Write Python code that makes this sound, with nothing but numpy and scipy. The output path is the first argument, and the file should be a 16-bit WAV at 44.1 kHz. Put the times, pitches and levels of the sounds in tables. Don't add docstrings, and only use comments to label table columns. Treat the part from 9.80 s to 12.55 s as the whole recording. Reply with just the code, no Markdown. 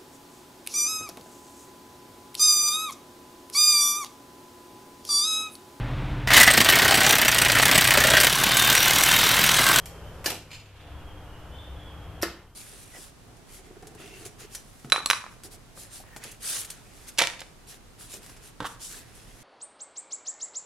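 import sys
import numpy as np
from scipy import signal
from scipy.fft import rfft, irfft, next_fast_len
from scipy.io import wavfile

SR = 44100
rng = np.random.default_rng(int(sys.argv[2]) if len(sys.argv) > 2 else 0)


def pcm_store(signal):
    levels = np.round(np.clip(np.atleast_2d(signal), -1, 1) * 32767)
    wavfile.write(sys.argv[1], SR, levels.astype(np.int16).T)


N = 121275
T = np.arange(N) / SR
CUTOFF_HZ = 14300


def from_db(db):
    return 10 ** (np.asarray(db) / 20)


def rms_one(x):
    return x / np.sqrt(np.mean(x ** 2) + 1e-20)


def in_time(rows):
    s, *columns = np.transpose(rows)
    return [np.interp(T, s, c) for c in columns]


def at_hz(points, hz):
    f, v = np.transpose(points)
    return np.interp(np.log(hz + 1e-9), np.log(f), v)


def pan(db):
    return from_db([[db], [-db]])


def noise(spectrum=None):
    # Hz, left-right correlation.
    likeness = [(60, 0.96), (500, 0.96), (1200, 0.91), (2500, 0.71), (5000, 0.18), (9000, 0.11),
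                (14000, 0.082)]
    size = next_fast_len(N)
    hz = np.arange(size // 2 + 1) * SR / size
    mid, side = rfft(rng.standard_normal((2, size)))
    alike = at_hz(likeness, hz)
    pair = np.sqrt(1 + alike) * mid + np.sqrt(1 - alike) * side * [[1], [-1]]
    gain = from_db(at_hz(spectrum, hz)) * (hz < CUTOFF_HZ + 1000) if spectrum else 1
    return rms_one(irfft(gain * pair, size)[:, :N])


def drift(rate_hz):
    r = np.exp(-2 * np.pi * rate_hz / SR)
    return rms_one(signal.lfilter([1], [1, -2 * r, r * r], rng.standard_normal(N + SR))[SR:])


def narrow_tone(hz, width_hz):
    phase = 2 * np.pi * np.cumsum(hz * np.ones(N)) / SR
    return drift(width_hz) * np.cos(phase) + drift(width_hz) * np.sin(phase)


def decay(start, t60, hold=0):
    return (T >= start) * np.exp(-np.log(1000) * np.maximum(T - start - hold, 0) / t60)


def swell(peak_s, spread_s):
    return np.exp(-((T - peak_s) / spread_s) ** 2 / 2)


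def workshop(build_s=0.0011):
    # frequency in Hz, t60 in seconds.
    room_t60 = [(150, 0.98), (500, 0.24), (1500, 0.43), (3000, 0.45), (6000, 0.33), (13000, 0.24)]
    t, white, tail = T[:SR], rfft(noise()[:, :SR]), 0
    centres = np.geomspace(100, 16000, 9)
    for hz, share in zip(centres, np.eye(len(centres))):
        band = irfft(white * at_hz(np.c_[centres, share], np.arange(SR // 2 + 1)), SR)
        tail = tail + band * np.exp(-np.log(1000) * t / at_hz(room_t60, hz))
    return rms_one(tail * (1 - np.exp(-t / build_s))) / np.sqrt(SR)


def in_room(x, room, wet_db, direct_width=0.52):
    x = np.atleast_2d(x)
    centre = x.mean(axis=0)
    direct = centre + direct_width * (x - centre)
    return direct + from_db(wet_db) * signal.fftconvolve(x[:1], room, axes=1)[:, :N]


def drone(curve, waver_db):
    hz, db = in_time(curve)
    return np.sqrt(2) * from_db(db + waver_db * drift(6.9)) * np.sin(2 * np.pi * np.cumsum(hz) / SR)


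def core_hum(hum_hz=100.04, on_s=1, off_s=2.43, fade_s=0.035, idle_db=-12.5):
    # harmonic number, level under load in dB.
    harmonics = [(1, -53.5), (3, -59.5), (5, -64.5), (7, -64.5)]
    load = np.clip(np.minimum(T - on_s, off_s - T) / fade_s, 0, 1)
    hum = 0
    for k, db in harmonics:
        idle = T > off_s if k == 1 else 1 - load
        gain = from_db(db + idle_db * idle + 0.95 * drift(1.9))
        hum = hum + gain * np.sin(2 * np.pi * (k * hum_hz * T + rng.random()))
    return np.sqrt(2) * hum


def room_tone():
    # time in seconds, then rumble, air and hiss in dB.
    levels = [(0, -48.5, -51.5, -55.5), (.2, -45, -48.5, -57), (.44, -43.5, -48.5, -56.5),
              (.5, -57, -64, -76), (.7, -52.5, -55, -59), (.92, -57, -59.5, -63.5),
              (1.12, -42.5, -49.5, -66), (1.5, -45, -50, -60.5), (2.41, -44, -49, -63),
              (2.47, -54.5, -46, -58), (2.75, -52, -64.5, -66)]
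    # Hz, dB.
    rumble_spectrum = [(15, -3.5), (32, -4.5), (50, -5), (68, 3.5), (85, -2.5), (110, -4), (135, -8),
                       (200, -28), (400, -45.5)]
    air_spectrum = [(60, -11.5), (190, 0), (300, -0.5), (500, -0.5), (900, -1.5), (1600, -6.5), (2200, -13),
                    (3100, -11), (4000, -22), (8000, -33.5)]
    hiss_spectrum = [(500, 14), (3000, -1.5), (5000, 3), (7500, 0.5), (14000, -2.5)]
    # time in seconds, pitch in Hz, level in dB.
    upper_drone = [(0, 164.1, -49), (.42, 163, -54), (.7, 151.3, -55.5), (.9, 134.6, -66.5),
                   (1.2, 162.8, -59.5), (2.0, 161.8, -58), (2.4, 158.8, -49.5), (2.5, 163.2, -60.5),
                   (2.75, 158.5, -72)]
    lower_drone = [(0, 60.25, -60), (.4, 63.6, -46.5), (.55, 63.2, -60), (.95, 63.95, -63),
                   (1.18, 73.56, -47), (1.35, 70.15, -52), (1.52, 67.2, -45), (1.85, 69.03, -43),
                   (2.25, 66.87, -48), (2.75, 62.6, -59.5)]
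    rumble_db, air_db, hiss_db = in_time(levels)
    rumble = from_db(rumble_db) * noise(rumble_spectrum)
    bass = rumble + drone(upper_drone, waver_db=2.0) + drone(lower_drone, waver_db=2.5) + core_hum()
    air = from_db(air_db) * noise(air_spectrum)
    hiss = from_db(hiss_db) * noise(hiss_spectrum)
    return bass * pan(0.65) + air + hiss


def whistle(room, width_hz=49, airy_width_hz=113, airy_from_hz=3140, airy_full_hz=3550):
    # time in seconds, pitch in Hz, level in dB.
    main_strand = [(0, 3216, -60), (.28, 3104, -63), (.6, 3157, -98), (.97, 3340, -73), (1.06, 3530, -63),
                   (1.19, 3280, -66.5), (1.31, 3215, -59.5), (1.69, 3146, -74), (1.735, 3464, -59),
                   (1.81, 3520, -52.5), (1.94, 3550, -66.5), (1.98, 3365, -60), (2.11, 3327, -55.5),
                   (2.2, 3273, -67), (2.41, 3213, -62.5), (2.65, 3183, -80)]
    under_strand = [(1.0, 2790, -90), (1.08, 2820, -73), (1.4, 2900, -76), (1.56, 2914, -63.5),
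                    (1.68, 2873, -73), (1.74, 3092, -59), (1.9, 3116, -61.5), (2.5, 3030, -86)]
    hz, db = in_time(main_strand)
    under_hz, under_db = in_time(under_strand)
    airy = np.clip((hz - airy_from_hz) / (airy_full_hz - airy_from_hz), 0, 1)
    main = np.sqrt(1 - airy) * narrow_tone(hz, width_hz) + np.sqrt(airy) * narrow_tone(hz, airy_width_hz)
    tones = from_db(db) * main + from_db(under_db) * narrow_tone(under_hz, width_hz)
    return in_room(tones, room, wet_db=-2)


def snaps(room):
    # start in seconds, level before the low cut in dB, t60 in seconds, echo in dB, cut in Hz.
    clicks = [(0.0573, -32.5, 0.045, -1, 2760), (0.443, -33.5, 0.19, -1, 400),
              (0.5024, -21, 0.034, -11, 980), (2.4158, -36.5, 0.099, 2.5, 1490),
              (2.4235, -19.5, 0.024, -22, 6970), (2.4309, -24, 0.022, -19, 5000)]
    # Hz, dB.
    spectrum = [(200, 6.5), (1000, 3), (2200, 2), (4000, -3.5), (6000, -2.5), (8500, -4.5), (12000, -0.5),
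                (15000, -5)]
    crack, out = noise(spectrum), 0
    for s, db, t60, wet_db, cut_hz in clicks:
        low_cut = signal.butter(2, cut_hz, "high", fs=SR, output="sos")
        out = out + in_room(from_db(db) * decay(s, t60) * signal.sosfilt(low_cut, crack), room, wet_db)
    return out


def rustle():
    # Hz, dB.
    spectrum = [(220, -21), (420, 7), (600, 1.5), (1000, -21), (4000, -36)]
    return from_db(-51.5) * swell(peak_s=0.27, spread_s=0.13) * noise(spectrum)


def capacitor_burst(room, start_s=0.4594, sparks_per_s=2000):
    # Hz, dB.
    bang_spectrum = [(100, -20), (330, 8), (700, -28), (1150, -8), (1700, 1), (4000, 3), (6500, 4),
                     (7800, 0), (14000, -0.5)]
    spark_spectrum = [(150, 1.5), (290, 7), (600, 12.5), (880, 9), (1100, -12), (1700, -10), (2800, 5.5),
                      (5000, -9), (8000, -0.5), (14000, -8)]
    bang = from_db(-18) * decay(start_s, t60=0.044) * noise(bang_spectrum)
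    strikes = (rng.random(N) < sparks_per_s / SR) * rng.exponential(1, N)
    spit = rms_one(signal.fftconvolve(strikes, decay(0, t60=0.0048))[:N])
    sparks = from_db(-36.5) * decay(start_s, t60=0.3, hold=0.061) * spit * noise(spark_spectrum)
    return in_room(bang, room, wet_db=-1) + in_room(sparks, room, wet_db=-7)


def casing_and_latch(room):
    # start in seconds, pitch in Hz, width in Hz, level in dB, t60 in seconds.
    rings = [(0.4599, 4750, 200, -22.5, 0.041), (0.4617, 1715, 76.6, -29, 0.13),
             (2.4245, 5620, 350, -21.5, 0.021), (2.4295, 4830, 150, -28.5, 0.044),
             (2.429, 1818, 35, -43.5, 0.37)]
    ringing = sum(from_db(db) * decay(s, t60) * narrow_tone(hz, width) for s, hz, width, db, t60 in rings)
    return in_room(ringing, room, wet_db=-14)


def steel_frame(room, low_cut_hz=355, scatter_db=1.0):
    # start in seconds, level in dB.
    knocks = [(0.4600, -29), (2.4300, -16)]
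    # pitch in Hz, relative level in dB, t60 in seconds.
    modes = [(338.6, -9.5, 0.25), (367.5, -2, 0.073), (568, -5.5, 0.0475), (1304, -21, 0.28),
             (1705, -17, 0.15)]
    ringing = 0
    for s, db in knocks:
        for hz, mode_db, t60 in modes:
            strength = from_db(db + mode_db + scatter_db * rng.standard_normal())
            ringing = ringing - strength * decay(s, t60) * np.sin(2 * np.pi * hz * (T - s))
    low_cut = signal.butter(2, low_cut_hz, "high", fs=SR, output="sos")
    return in_room(signal.sosfilt(low_cut, ringing), room, wet_db=-15)


def fragment(room, settles_s=0.83, rattle_hz=38.5):
    # start in seconds, level in dB.
    clinks = [(0.7058, -50), (0.7142, -44), (0.73, -42.5), (0.746, -46), (0.799, -51), (0.858, -54)]
    # pitch in Hz, relative level in dB, t60 in seconds.
    modes = [(2385, 3, 0.11), (2498, -3, 0.12), (3025, -7, 0.37), (4230, 0, 0.16), (4910, -2, 0.24),
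             (6810, -6, 0.12)]
    # Hz, dB.
    spectrum = [(800, -14), (1900, -4), (2500, 5), (4500, -3), (5800, -8.5), (7000, -0.5), (8500, -13),
                (14000, -16)]
    contact = sum(from_db(db) * decay(s, t60=0.073) for s, db in clinks) * noise(spectrum)
    ring = 0
    for hz, mode_db, t60 in modes:
        energy = sum((from_db(db + mode_db) * decay(s, t60)) ** 2 for s, db in clinks)
        blurred_hz = hz + rattle_hz * drift(2 * rattle_hz)
        ring = ring + np.sqrt(energy) * np.cos(2 * np.pi * np.cumsum(blurred_hz) / SR)
    ring = from_db(-6) * decay(0, t60=0.04, hold=settles_s) * ring
    return in_room(contact, room, wet_db=-0.5) + in_room(ring, room, wet_db=-13)


def fizz(flicker_db=2):
    # Hz, dB.
    spectrum = [(500, -3), (1300, -4.5), (2800, 2), (3700, -2), (5000, -11), (13000, -23)]
    return from_db(-57 + flicker_db * drift(28.1)) * swell(peak_s=1.04, spread_s=0.13) * noise(spectrum)


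def switch(room):
    # Hz, dB.
    spectrum = [(220, -26), (310, -11), (380, 4.5), (580, -2), (900, -2), (1800, -5.5), (2400, -7.5),
                (4500, -7), (6000, -10.5), (14000, -18.5)]
    slam = from_db(-22.5) * decay(start=2.4302, t60=0.073) * noise(spectrum)
    return in_room(slam, room, wet_db=-4.5)


def scene():
    room = workshop()
    hits = snaps(room) + capacitor_burst(room) + casing_and_latch(room)
    hits = hits + switch(room) + steel_frame(room) + fragment(room)
    return hits * pan(-0.36) + whistle(room) + fizz() + rustle() + room_tone()


def record(dry):
    return signal.sosfilt(signal.ellip(10, .2, 80, CUTOFF_HZ, fs=SR, output="sos"), dry)


dry = scene()
out = record(dry)
pcm_store(out)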